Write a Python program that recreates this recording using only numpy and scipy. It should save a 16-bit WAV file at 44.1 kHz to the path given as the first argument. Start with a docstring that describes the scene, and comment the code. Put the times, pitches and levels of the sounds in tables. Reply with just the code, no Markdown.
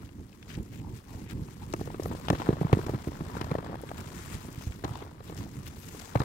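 """Dull thuds, dry cracks and crunching: a dog treads and scuffs on packed snow, heard from a hole below.
Each paw blow thuds through the snow roof, knocks the crust and crushes a cluster of grains.
The crust splits and its icy skin snaps. Between blows the rubbed snow rumbles, crunches and hisses.
Snow soaks up echoes, so all is dry. The microphone's right side hears it slightly later and duller."""
import sys
import numpy as np
from scipy import signal
from scipy.fft import rfft, irfft, next_fast_len
from scipy.io import wavfile
from scipy.ndimage import uniform_filter1d

SR = 44100
rng = np.random.default_rng(int(sys.argv[2]) if len(sys.argv) > 2 else 0)


def put_to_file(sound):
    """Save the sound as 16-bit audio at rate SR, in the file named by the first command-line argument."""
    columns = np.atleast_2d(sound).T  # one column per channel
    safe = np.clip(columns, -1, 1)
    whole_steps = np.round(safe * 32767)
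    wavfile.write(sys.argv[1], SR, whole_steps.astype(np.int16))


N = 275580

# paw blows: t/s, thud level/dB, thud f/Hz, knock level/dB, knock f/Hz, crunch level/dB
PAW_BLOWS = [(.574, -32, 160, -44.5, 300, -61), (0.596, -25, 88, -53, 293, -72),
             (0.931, -33.5, 112, -53, 302, -56), (1.35, -27, 85, -53, 286, -67),
             (1.415, -30, 139, -51, 304, -76), (1.483, -39, 120, -50, 375, -46.5),
             (1.736, -36, 170, -29.5, 340, -30), (1.811, -35, 111, -32, 450, -41.5),
             (1.874, -46, 110, -36, 432, -46), (1.943, -51, 130, -37, 380, -40),
             (1.997, -61, 139, -32.5, 416, -53), (2.056, -38, 111, -28, 474, -48),
             (2.112, -51, 120, -35.5, 497, -36.5), (2.133, -35, 119, -42, 326, -64),
             (2.301, -20, 128, -45, 515, -26.5), (2.306, -25, 190, -27, 307, -58),
             (2.328, -29, 72, -24.5, 375, -37), (2.349, -38, 65, -40, 486, -35),
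             (2.398, -46, 80, -37, 314, -33), (2.487, -20, 122, -34, 293, -55),
             (2.488, -29, 210, -20, 381, -34), (2.503, -42, 115, -28, 413, -38),
             (2.527, -25.5, 145, -35, 460, -37), (2.574, -40, 120, -45, 320, -54),
             (2.612, -21, 163, -27, 458, -36.5), (2.646, -20.5, 141, -38.5, 290, -41),
             (2.728, -12.5, 129, -15.5, 457, -30.5), (2.769, -29, 185, -29.5, 376, -42),
             (2.79, -41, 110, -29, 424, -38.5), (2.864, -30.5, 104, -36.5, 380, -36),
             (2.892, -32, 115, -27.5, 410, -54), (2.935, -39, 118, -32.5, 380, -41),
             (2.944, -24, 126, -41, 445, -37), (3.071, -28, 109, -31, 363, -57),
             (3.084, -34, 86, -38, 302, -56), (3.206, -31.5, 159, -37.5, 450, -42.5),
             (3.218, -34, 150, -47, 393, -60), (3.367, -38, 112, -34.5, 487, -34.5),
             (3.411, -31, 128, -34, 371, -30.5), (3.442, -31, 101, -54, 380, -37),
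             (3.513, -25, 147, -28, 405, -31.5), (3.551, -37, 127, -28, 500, -46),
             (3.584, -36, 141, -31.5, 444, -36), (3.695, -34, 160, -37.5, 440, -49),
             (3.835, -67, 120, -35.5, 480, -57), (4.064, -35.5, 109, -57, 297, -60),
             (4.341, -31.5, 82, -61, 280, -65), (4.484, -41, 146, -43, 405, -45),
             (4.575, -33.5, 110, -52, 300, -65), (4.668, -26, 83, -62, 278, -56),
             (4.695, -31.5, 75, -65, 282, -70), (4.838, -29.5, 104, -34.5, 420, -31.5),
             (4.848, -39, 150, -35, 356, -31.5), (4.906, -33.5, 116, -57, 420, -55),
             (5.02, -46, 120, -39.5, 396, -45), (5.204, -62, 110, -45, 470, -46),
             (5.297, -60, 90, -41, 478, -46), (5.323, -58, 95, -40, 550, -44),
             (5.421, -60, 120, -52, 514, -55), (5.946, -61, 120, -44, 454, -44),
             (6.155, -19, 120, -22.5, 470, -26.5), (6.172, -35, 125, -57, 330, -37),
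             (6.201, -25, 118, -30, 444, -26.5), (6.216, -37, 118, -34, 570, -30)]
# paw slides: start t/s, end t/s, rumble level/dB, hiss level/dB, rasp level/dB, f/Hz, width as share of f
PAW_SLIDES = [(0, 0.1, -68, -55.5, -66, 1420, 0.7), (0.085, 0.243, -45.5, -82, -70, 910, 0.46),
              (0.47, 0.572, -47, -51, -44.5, 2300, 2.1), (0.543, 0.648, -43, -76, -58, 845, 0.34),
              (0.695, 0.835, -49, -52.5, -53.5, 2200, 0.93), (0.757, 0.958, -41.5, -78, -51.5, 880, 0.31),
              (0.928, 1.01, -44, -49, -60, 1690, 1.3), (1.035, 1.31, -42, -51, -53, 860, 0.41),
              (1.194, 1.303, -48, -54, -52, 2000, 0.98), (1.286, 1.339, -43, -44, -44, 1800, 1.4),
              (1.298, 1.442, -39, -80, -57, 900, 0.42), (1.43, 1.524, -61, -55, -64, 970, 0.63),
              (1.603, 1.668, -61, -51, -43.5, 880, 0.22), (1.745, 1.904, -42.5, -49, -76, 2500, .9),
              (1.99, 2.19, -43, -67, -61, 875, 0.44), (2.014, 2.104, -60, -54, -49, 12000, .5),
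              (2.323, 2.437, -59, -60, -44, 2780, 1), (3.965, 4.02, -50, -42.5, -40.5, 995, 1.6),
              (4.026, 4.182, -58, -52.5, -54, 6500, 0.63), (4.12, 4.41, -48, -60, -48.5, 7100, 0.57),
              (4.127, 4.423, -59, -46, -45.5, 1500, 1.2), (4.29, 4.4, -50, -52, -63, 7500, 0.55),
              (4.598, 4.699, -62, -45, -57, 6500, 0.27), (4.823, 5.07, -47.5, -52.5, -40.5, 850, 0.79),
              (4.9, 5.05, -64, -66, -47.5, 2850, 0.77), (5.206, 5.328, -49, -50, -63, 2500, .9),
              (5.347, 5.456, -52, -51, -56, 1700, 1.3), (5.652, 5.693, -59, -42, -47, 12500, 0.69),
              (5.755, 5.98, -69, -75, -53, 12500, 0.31), (5.79, 6.144, -57, -59, -52.5, 6960, 0.43)]
# tone of snow grains being crushed: f/Hz, level/dB
CRUSH_TONE = [(330, -32), (660, 0), (1130, 1), (1520, -13.5), (1780, -2), (2150, -15.5), (2500, -43),
              (3150, -21), (5100, -29), (12500, -31)]


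def paws():
    """The crust gives way with a knock and a crunch of grains; the roof sags and swings back: a thud."""
    # the hollow under the roof hums a little near 300 Hz: f/Hz, level/dB
    hollow_tone = [(15, -15), (45, -0.5), (195, 0), (235, 0), (295, 3.5), (350, 0), (620, -3), (1000, -0.5)]
    out, t = np.zeros((2, N)), np.arange(2048) / SR
    # grains break under the blow, and a few more as the snow settles
    press = swell(t, 0.0018, sharp=0.84) + 0.037 * swell(t, 0.0033, sharp=2.2)
    for start, thud_db, thud_hz, knock_db, knock_hz, crunch_db in PAW_BLOWS:
        pitch_chance, grit_chance = rng.standard_normal(2)
        thud = -damped_swings(t, thud_hz, rise_s=0.0053, sharp=1.7, ragged=0.14)
        knock = damped_swings(t, knock_hz, rise_s=1.1 / knock_hz, sharp=2.1, ragged=0.22)
        overtone = damped_swings(t, 1.545 * knock_hz, rise_s=0.002, sharp=2.1, ragged=0.09)
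        knock += gain_of(-7.5) * overtone
        # a heavier crunch breaks the lump into smaller, higher pieces
        lump_hz = 883 * 2 ** ((crunch_db + 41.5) / 111 + 0.054 * pitch_chance)
        lump = damped_swings(t, lump_hz, rise_s=0.0017, sharp=0.36, ragged=0.37)
        coarse = grains(per_s=1800, spread=0.086, ring_s=0.0002, size=len(t))
        crush = colour(press * coarse, CRUSH_TONE, size=512)
        grit = at_level(flying_grit(press), crunch_db - 20 - 1.5 * grit_chance)
        crunch = at_level(lump, -5) + at_level(hollow_ring(t - 0.00131), -8.5) + at_level(crush, -4.5)
        body = at_level(thud, thud_db - 2) + at_level(knock, knock_db + 0.5)
        add(out, start, body + gain_of(crunch_db) * crunch + grit)
    return colour(out, hollow_tone)


def flying_grit(press):
    """Fine grit flies in step with the press of the paw."""
    # thin, bright tone of the grit: f/Hz, level/dB
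    grit_tone = [(1300, 0), (2600, 13), (4100, 44), (6100, -10), (9100, -35), (15500, -13)]
    fine = grains(per_s=5000, spread=0.12, ring_s=0.0009, size=len(press))
    return colour(press * fine, grit_tone, size=512)


def hollow_ring(t, vary_db=4.0, detune=0.01):
    """Each hit makes the hollow, or the recorder's body, ring briefly, favouring other notes each time."""
    # notes of the hollow or the recorder's body: f/Hz, level/dB, time to fade by 60 dB/s
    hollow_notes = [(628, 1.5, 0.048), (1247, 19, 0.042), (1814, -12, 0.077), (2320, 14, 0.015),
                    (2620, 4, 0.028), (3030, -15, 0.069), (3650, -17, 0.065), (4100, -21, 0.038),
                    (6100, -9, 0.031)]
    hz, db, fade_s = np.transpose(hollow_notes)[:, :, None]
    strength, shift = rng.standard_normal((2, len(hollow_notes), 1))
    t = np.maximum(t, 0)
    fading = gain_of(db + vary_db * strength - 60 * t / fade_s)
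    return np.sum(fading * np.sin(2 * np.pi * hz * (1 + detune * shift) * t), 0)


def cracks():
    """The crust splits at once: one or two swings, a spit of splinters and a faint ring of the hollow."""
    # dry cracks of the crust: t/s, level/dB, f/Hz
    crust_splits = [(1.738, -32, 970), (1.796, -46, 850), (1.875, -38, 776), (1.903, -41, 820),
                    (1.997, -37, 497), (2.023, -41, 603), (2.057, -33, 625), (2.126, -42, 940),
                    (2.15, -39.5, 590), (2.2844, -29, 920), (2.301, -31, 1650), (2.303, -24, 640),
                    (2.332, -31.5, 620), (2.4187, -33, 890), (2.463, -46, 1490), (2.469, -37, 1180),
                    (2.477, -42, 850), (2.489, -32, 655), (2.569, -39, 620), (2.614, -48, 740),
                    (2.631, -38, 750), (2.669, -39, 910), (2.697, -41, 900), (2.719, -43, 1000),
                    (2.729, -23.5, 575), (2.75, -40, 850), (2.835, -44, 656), (2.884, -37, 745),
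                    (2.893, -33, 507), (2.903, -44, 900), (3.119, -45, 570), (3.155, -48, 1050),
                    (3.299, -44, 930), (3.354, -41, 960), (3.414, -41, 770), (3.444, -47, 775),
                    (3.469, -40, 700), (3.516, -50, 680), (3.542, -40, 850), (3.553, -32, 710),
                    (3.588, -39, 930), (3.628, -42.5, 647), (3.664, -40.5, 980), (3.696, -44, 750),
                    (3.73, -39, 750), (3.743, -38, 790), (3.755, -39, 690), (3.915, -36, 706),
                    (4.843, -40, 820), (4.954, -45.5, 1010), (5.465, -49.5, 750), (6.154, -28.5, 785),
                    (6.158, -32, 1250), (6.22, -47, 1400)]
    out, t = np.zeros((2, N)), np.arange(1536) / SR
    for start, db, hz in crust_splits:
        split = np.sin(2 * np.pi * hz * t) * swell(t, 0.29 / hz, sharp=0.45)
        bits = grains(per_s=4600, spread=0.093, ring_s=0.00098, size=len(t))
        splinters = colour(bits * swell(t, 0.00046, sharp=0.41), CRUSH_TONE, size=512)
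        crack = at_level(split, 0) + at_level(splinters, -7) + at_level(hollow_ring(t), -19)
        add(out, start, gain_of(db) * crack)
    return out


def snaps():
    """The icy skin breaks with a thin, sharp click about a millisecond long."""
    # breaks of the icy skin: t/s, level/dB, centre f/Hz
    skin_breaks = [(1.738, -43, 6000), (2.284, -36, 3160), (2.3018, -36, 3980), (2.301, -51, 11000),
                   (2.302, -45, 10000), (2.419, -47, 3800), (2.728, -58, 5000), (2.7298, -50, 11000),
                   (2.749, -55, 9000), (3.4124, -48, 5460), (3.4151, -47.5, 2500)]
    out, t = np.zeros((2, N)), np.arange(512) / SR
    for start, db, hz in skin_breaks:
        noise = rng.standard_normal(len(t)) + 0.5 * rng.standard_normal((2, len(t)))
        click = noise * swell(t, 0.00018, sharp=0.8)
        add(out, start, at_level(band(click, hz, 0.6 * hz), db))
    return out


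def scratches():
    """A brief rasp of icy grains; finer grains sound higher."""
    # short scratches on the icy crust: t/s, level/dB, centre f/Hz
    crust_scratches = [(.031, -52.5, 1180), (.058, -59, 3600), (0.089, -55, 2290), (0.327, -56, 2350),
                       (0.427, -49.5, 2640), (.505, -49, 2500), (.551, -47, 2950), (.629, -54.5, 8900),
                       (1.299, -51, 3460), (1.726, -44, 4870), (2.032, -43.5, 5700), (2.271, -51, 2600),
                       (2.286, -40, 2800), (2.301, -35, 2800), (2.328, -49, 4000), (2.353, -46, 2500),
                       (2.728, -31, 2300), (2.735, -37, 2060), (3.352, -55, 8000), (3.414, -39.5, 2520),
                       (3.444, -50, 3870), (3.814, -49.5, 11000), (3.89, -47, 2160), (3.933, -63, 14100),
                       (4.503, -56, 10000), (4.527, -51, 9000), (4.722, -47.5, 2360), (4.844, -39.5, 3630),
                       (5.346, -52, 7500), (5.388, -52, 12000), (5.666, -46.5, 2300), (6.196, -44, 5000),
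                       (6.217, -45, 3500)]
    out, t = np.zeros((2, N)), np.arange(1536) / SR
    for start, db, hz in crust_scratches:
        icy = grains(per_s=2800, spread=0.38, ring_s=0.0008, size=len(t))
        rasp = band(icy * swell(t, 0.0007, sharp=0.32), hz, 0.93 * hz)
        add(out, start, at_level(rasp, db))
    return out


def slides():
    """A sliding paw rasps in one band: low and hollow on packed snow, a sandy swish on loose crystals."""
    out = np.zeros((2, N))
    rubbing = patchy(grains(per_s=5000, spread=0.3, ring_s=0.00088, size=N), depth_db=2.0)
    rubbing *= gain_of(4.5 * waver(rate_hz=350))  # a fast stutter
    for start, end, _, _, db, hz, width in PAW_SLIDES:
        pressure = slide_pressure(start, end)
        stretch = rubbing[:, round(start * SR):][:, :len(pressure)]
        rasp = unit_level(band(stretch, hz, width * hz))
        add(out, start, gain_of(db - 4.5) * rasp * pressure)
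    return out


def slide_pressure(start, end, taper_share=0.49, ease_db=2):
    """A sliding paw presses in, eases slightly along its stroke and lifts off."""
    progress = np.linspace(-0.5, 0.5, round(end * SR) - round(start * SR))
    return signal.windows.tukey(len(progress), taper_share) * gain_of(-ease_db * progress)


def scuffing():
    """Rubbed snow sticks and slips: a lumpy rumble through the roof, crunching, pops and a fine hiss."""
    # tones of the rumbling roof, the breaking lumps and the sliding crystals: f/Hz, level/dB
    rumble_tone = [(15, -61), (25, -5), (42, -5.5), (85, 1.5), (135, -0.5), (225, -5), (305, -6),
                   (420, -14), (620, -25.5), (1300, -51.5)]
    crunch_tone = [(220, -22), (430, 4.5), (640, -11.5), (980, 2), (1480, -4), (1780, -7), (2180, -9.5),
                   (2550, -16), (3400, -12.5), (5200, -17), (12500, -83)]
    hiss_tone = [(850, 2.5), (2100, 7.5), (3500, 4), (4700, 5.5), (6100, 3.5), (8100, 3), (9300, 3),
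                 (12600, -2), (15900, -0.5)]
    rumble_gain, crunch_gain, hiss_gain = rubbing_levels() * gain_of(waver(rate_hz=10.4))
    slips, bumps = waver(rate_hz=120), waver(rate_hz=10.6)
    push = rng.standard_normal(N) + 0.22 * rng.standard_normal((2, N))
    lumps = grains(per_s=2100, spread=0.4, ring_s=0.0015, size=N)
    crystals = patchy(grains(per_s=5000, spread=0.41, ring_s=0.0008, size=N), depth_db=1.8)
    rumble = unit_level(colour(push * gain_of(2 * bumps), rumble_tone))
    crunch = unit_level(colour(lumps * gain_of(2.5 * slips), crunch_tone))
    hiss = unit_level(colour(crystals * gain_of(2 * slips), hiss_tone))
    crackle = gain_of(-2) * crunch + gain_of(-4) * pops()
    return rumble_gain * rumble + crunch_gain * crackle + gain_of(-3) * hiss_gain * hiss


def rubbing_levels():
    """How loud the rumble, crunch and hiss are: shuffling, plus slides, plus settling after each blow."""
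    # shuffling that goes on throughout: t/s, rumble level/dB, crunch level/dB, hiss level/dB
    shuffling = [(0, -45.5, -56, -55.5), (.28, -50.5, -65, -60.5), (.54, -50, -57, -54),
                 (.88, -47.5, -63.5, -55.5), (1.2, -51, -54.5, -56.5), (1.38, -48, -59.5, -54.5),
                 (1.75, -41, -58, -51.5), (2.2, -44, -48, -47.5), (2.48, -40, -42, -48),
                 (3.05, -43, -48, -48), (3.5, -42.5, -45, -51), (3.72, -38.5, -45.5, -55.5),
                 (3.9, -44.5, -48.5, -49), (4.3, -47, -50, -47), (4.75, -42.5, -55.5, -50),
                 (5.08, -51, -49.5, -53.5), (5.18, -51.5, -55.5, -59.5), (5.4, -40.5, -51, -49),
                 (5.5, -45, -54.5, -50.5), (5.6, -44.5, -54, -53), (5.85, -48, -56, -44.5),
                 (6.12, -49.5, -49.5, -47), (6.25, -47, -38.5, -42.5)]
    times, *levels = np.transpose(shuffling)
    power = np.array([gain_of(np.interp(np.arange(N) / SR, times, db)) for db in levels]) ** 2
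    for start, end, rumble_db, hiss_db, *_ in PAW_SLIDES:
        gains = [gain_of(rumble_db), 0, gain_of(hiss_db)]
        add(power, start, np.outer(gains, slide_pressure(start, end)) ** 2)
    settle = swell(np.arange(8192) / SR, 0.01, sharp=0.98)
    for start, thud_db, *_ in PAW_BLOWS:
        rumble_db = -45 + 0.59 * (thud_db + 32.5)  # a harder thud leaves a louder rumble
        add(power[:1], start, (gain_of(rumble_db) * settle) ** 2)
    return np.sqrt(power)


def pops(per_s=180, low_hz=560, high_hz=1900, range_db=19):
    """Small lumps collapse in a dense crumble, each with a short, dry pop of its own pitch."""
    out, t = np.zeros((1, N)), np.arange(384) / SR
    when, pitch, chance = rng.random((round(per_s * N / SR), 3)).T[:, :, None]
    hz = low_hz * (high_hz / low_hz) ** pitch
    sizes = gain_of(range_db * chance) * (low_hz / hz) ** 0.091
    sounds = sizes * np.sin(2 * np.pi * hz * t) * swell(t, 0.32 / hz, sharp=0.56)
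    for start, pop in zip(when[:, 0] * N / SR, sounds):
        add(out, start, pop)
    return unit_level(out)


def microphone_hiss():
    """The faint, steady hiss of each side of the microphone."""
    return gain_of(-74) * rng.standard_normal((2, N))


def grains(per_s, spread, ring_s, size, direct=0.05):
    """Snow grains snap at random in tiny bursts, partly direct and partly scattered to each side."""
    sizes = np.exp(spread * np.minimum(rng.exponential(1, size), 4))
    breaks = (rng.random(size) < per_s / SR) * sizes ** 2
    power = signal.lfilter([1], [1, -np.exp(-2 / (ring_s * SR))], breaks)
    straight = np.sqrt(direct) * rng.standard_normal(size)
    scattered = np.sqrt(1 - direct) * rng.standard_normal((2, size))
    return unit_level(np.sqrt(power + 1e-9) * (straight + scattered))


def damped_swings(t, hz, rise_s, sharp, ragged):
    """A few quickly fading swings that peak at rise_s; the pitch wanders as the snow crumbles."""
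    wander = unit_level(uniform_filter1d(rng.standard_normal(len(t)), size=60))
    turns = np.cumsum(hz * (1 + ragged * wander)) / SR
    return np.cos(2 * np.pi * (turns - np.interp(rise_s, t, turns))) * swell(t, rise_s, sharp)


def patchy(x, depth_db, size=12):
    """Ever new crystals are rubbed, so the tone shifts in patches some 2 kHz wide and 20 ms long."""
    spectra = signal.stft(x, nperseg=256, noverlap=192)[2]
    chance = rng.standard_normal(spectra.shape[:0:-1])
    patches = unit_level(uniform_filter1d(uniform_filter1d(chance, size, 0), size, 1))
    spectra = spectra * gain_of(depth_db * patches.T)
    return unit_level(signal.istft(spectra, nperseg=256, noverlap=192)[1][:, :N])


def swell(t, rise_s, sharp):
    """Rises to 1 at rise_s, then dies away; a larger sharp makes it shorter."""
    u = np.maximum(t, 0) / rise_s
    return (u * np.exp(1 - u)) ** sharp


def waver(rate_hz):
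    """A smooth random wobble, up to about that rate."""
    size = next_fast_len(N, True)
    hz = np.fft.rfftfreq(size, 1 / SR)
    spectrum = rfft(rng.standard_normal(size)) * np.exp(-(hz / rate_hz) ** 2)
    return unit_level(irfft(spectrum, size)[:N])


def colour(x, tone, size=4096):
    """Gives a sound the tone in a table, with no ringing ahead of a hit (a minimum-phase filter)."""
    tone_hz, tone_db = np.transpose(tone)
    hz = abs(np.fft.fftfreq(size, 1 / SR))
    log_gain = np.log(gain_of(np.interp(np.log(hz + 1), np.log(tone_hz), tone_db)))
    taps = np.fft.ifft(np.exp(signal.hilbert(log_gain).conj())).real[:size // 2]
    return signal.oaconvolve(x, taps[None], axes=1)[:, :x.shape[-1]]


def band(x, hz, width_hz):
    """Keeps the pitches around hz; filtering twice makes the edges steep."""
    hz, width_hz = np.clip([hz, width_hz], 50, 15000)
    b, a = signal.iirpeak(hz, hz / width_hz, SR)
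    return signal.lfilter(b, a, signal.lfilter(b, a, x))


def gain_of(db):
    """Turns decibels into a multiplier."""
    return 10 ** (np.asarray(db) / 20)


def unit_level(x):
    """Scales a sound to an average (rms) size of 1."""
    return x / np.sqrt(np.mean(x ** 2) + 1e-20)


def at_level(x, db, held_s=0.01):
    """Gives a short sound the energy of that level held for held_s."""
    return gain_of(db) * x / np.sqrt(np.sum(x ** 2, -1, keepdims=True) / (held_s * SR) + 1e-20)


def add(mix, start, sound):
    """Adds a sound to the mix at start, in seconds."""
    part = mix[:, max(round(start * SR), 0):][:, :sound.shape[-1]]
    part += sound[..., :part.shape[1]]


def scene():
    """All sounds reach the microphone's left opening first; the right one hears them later and duller."""
    # both openings slightly favour the sandy treble and have a dip just above it: f/Hz, level/dB
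    opening_tone = [(3500, 0), (4500, -1.5), (5700, 0), (7300, 1.2), (8400, 0), (9200, -4), (10300, -1.5),
                    (11200, .5), (13000, .5), (15500, -.5)]
    # the right opening faces away and loses treble: f/Hz, level/dB
    right_tone = [(60, 2.4), (200, 2.4), (380, .5), (700, -4.6), (1300, -7), (2400, -7.5), (4400, -8),
                  (6200, -10), (7200, -13), (8100, -24), (9300, -17), (10700, -19), (14500, -14)]
    # the way round the microphone's body delays the right side: f/Hz, delay/s
    right_delay = [(150, .0004), (430, .00024), (950, .00029), (1400, .0005), (3000, .00038)]
    left, right = rfft(paws() + cracks() + snaps() + scratches() + scuffing() + slides())
    hz = np.fft.rfftfreq(N, 1 / SR)
    curves = map(np.transpose, (opening_tone, right_tone, right_delay))
    both_db, right_db, delay_s = (np.interp(np.log(hz + 1), np.log(f), value) for f, value in curves)
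    right *= gain_of(right_db) * np.exp(-2j * np.pi * hz * delay_s)
    return irfft(np.array([left, right]) * gain_of(both_db), N)


def record(dry):
    """The microphone adds its own faint hiss, and the very highest treble is cut off."""
    top_hz = 15830
    taps = signal.firwin(511, top_hz, window=("kaiser", 9), fs=SR)
    return signal.oaconvolve(dry + microphone_hiss(), taps[None], "same")


dry = scene()
out = record(dry)
put_to_file(out)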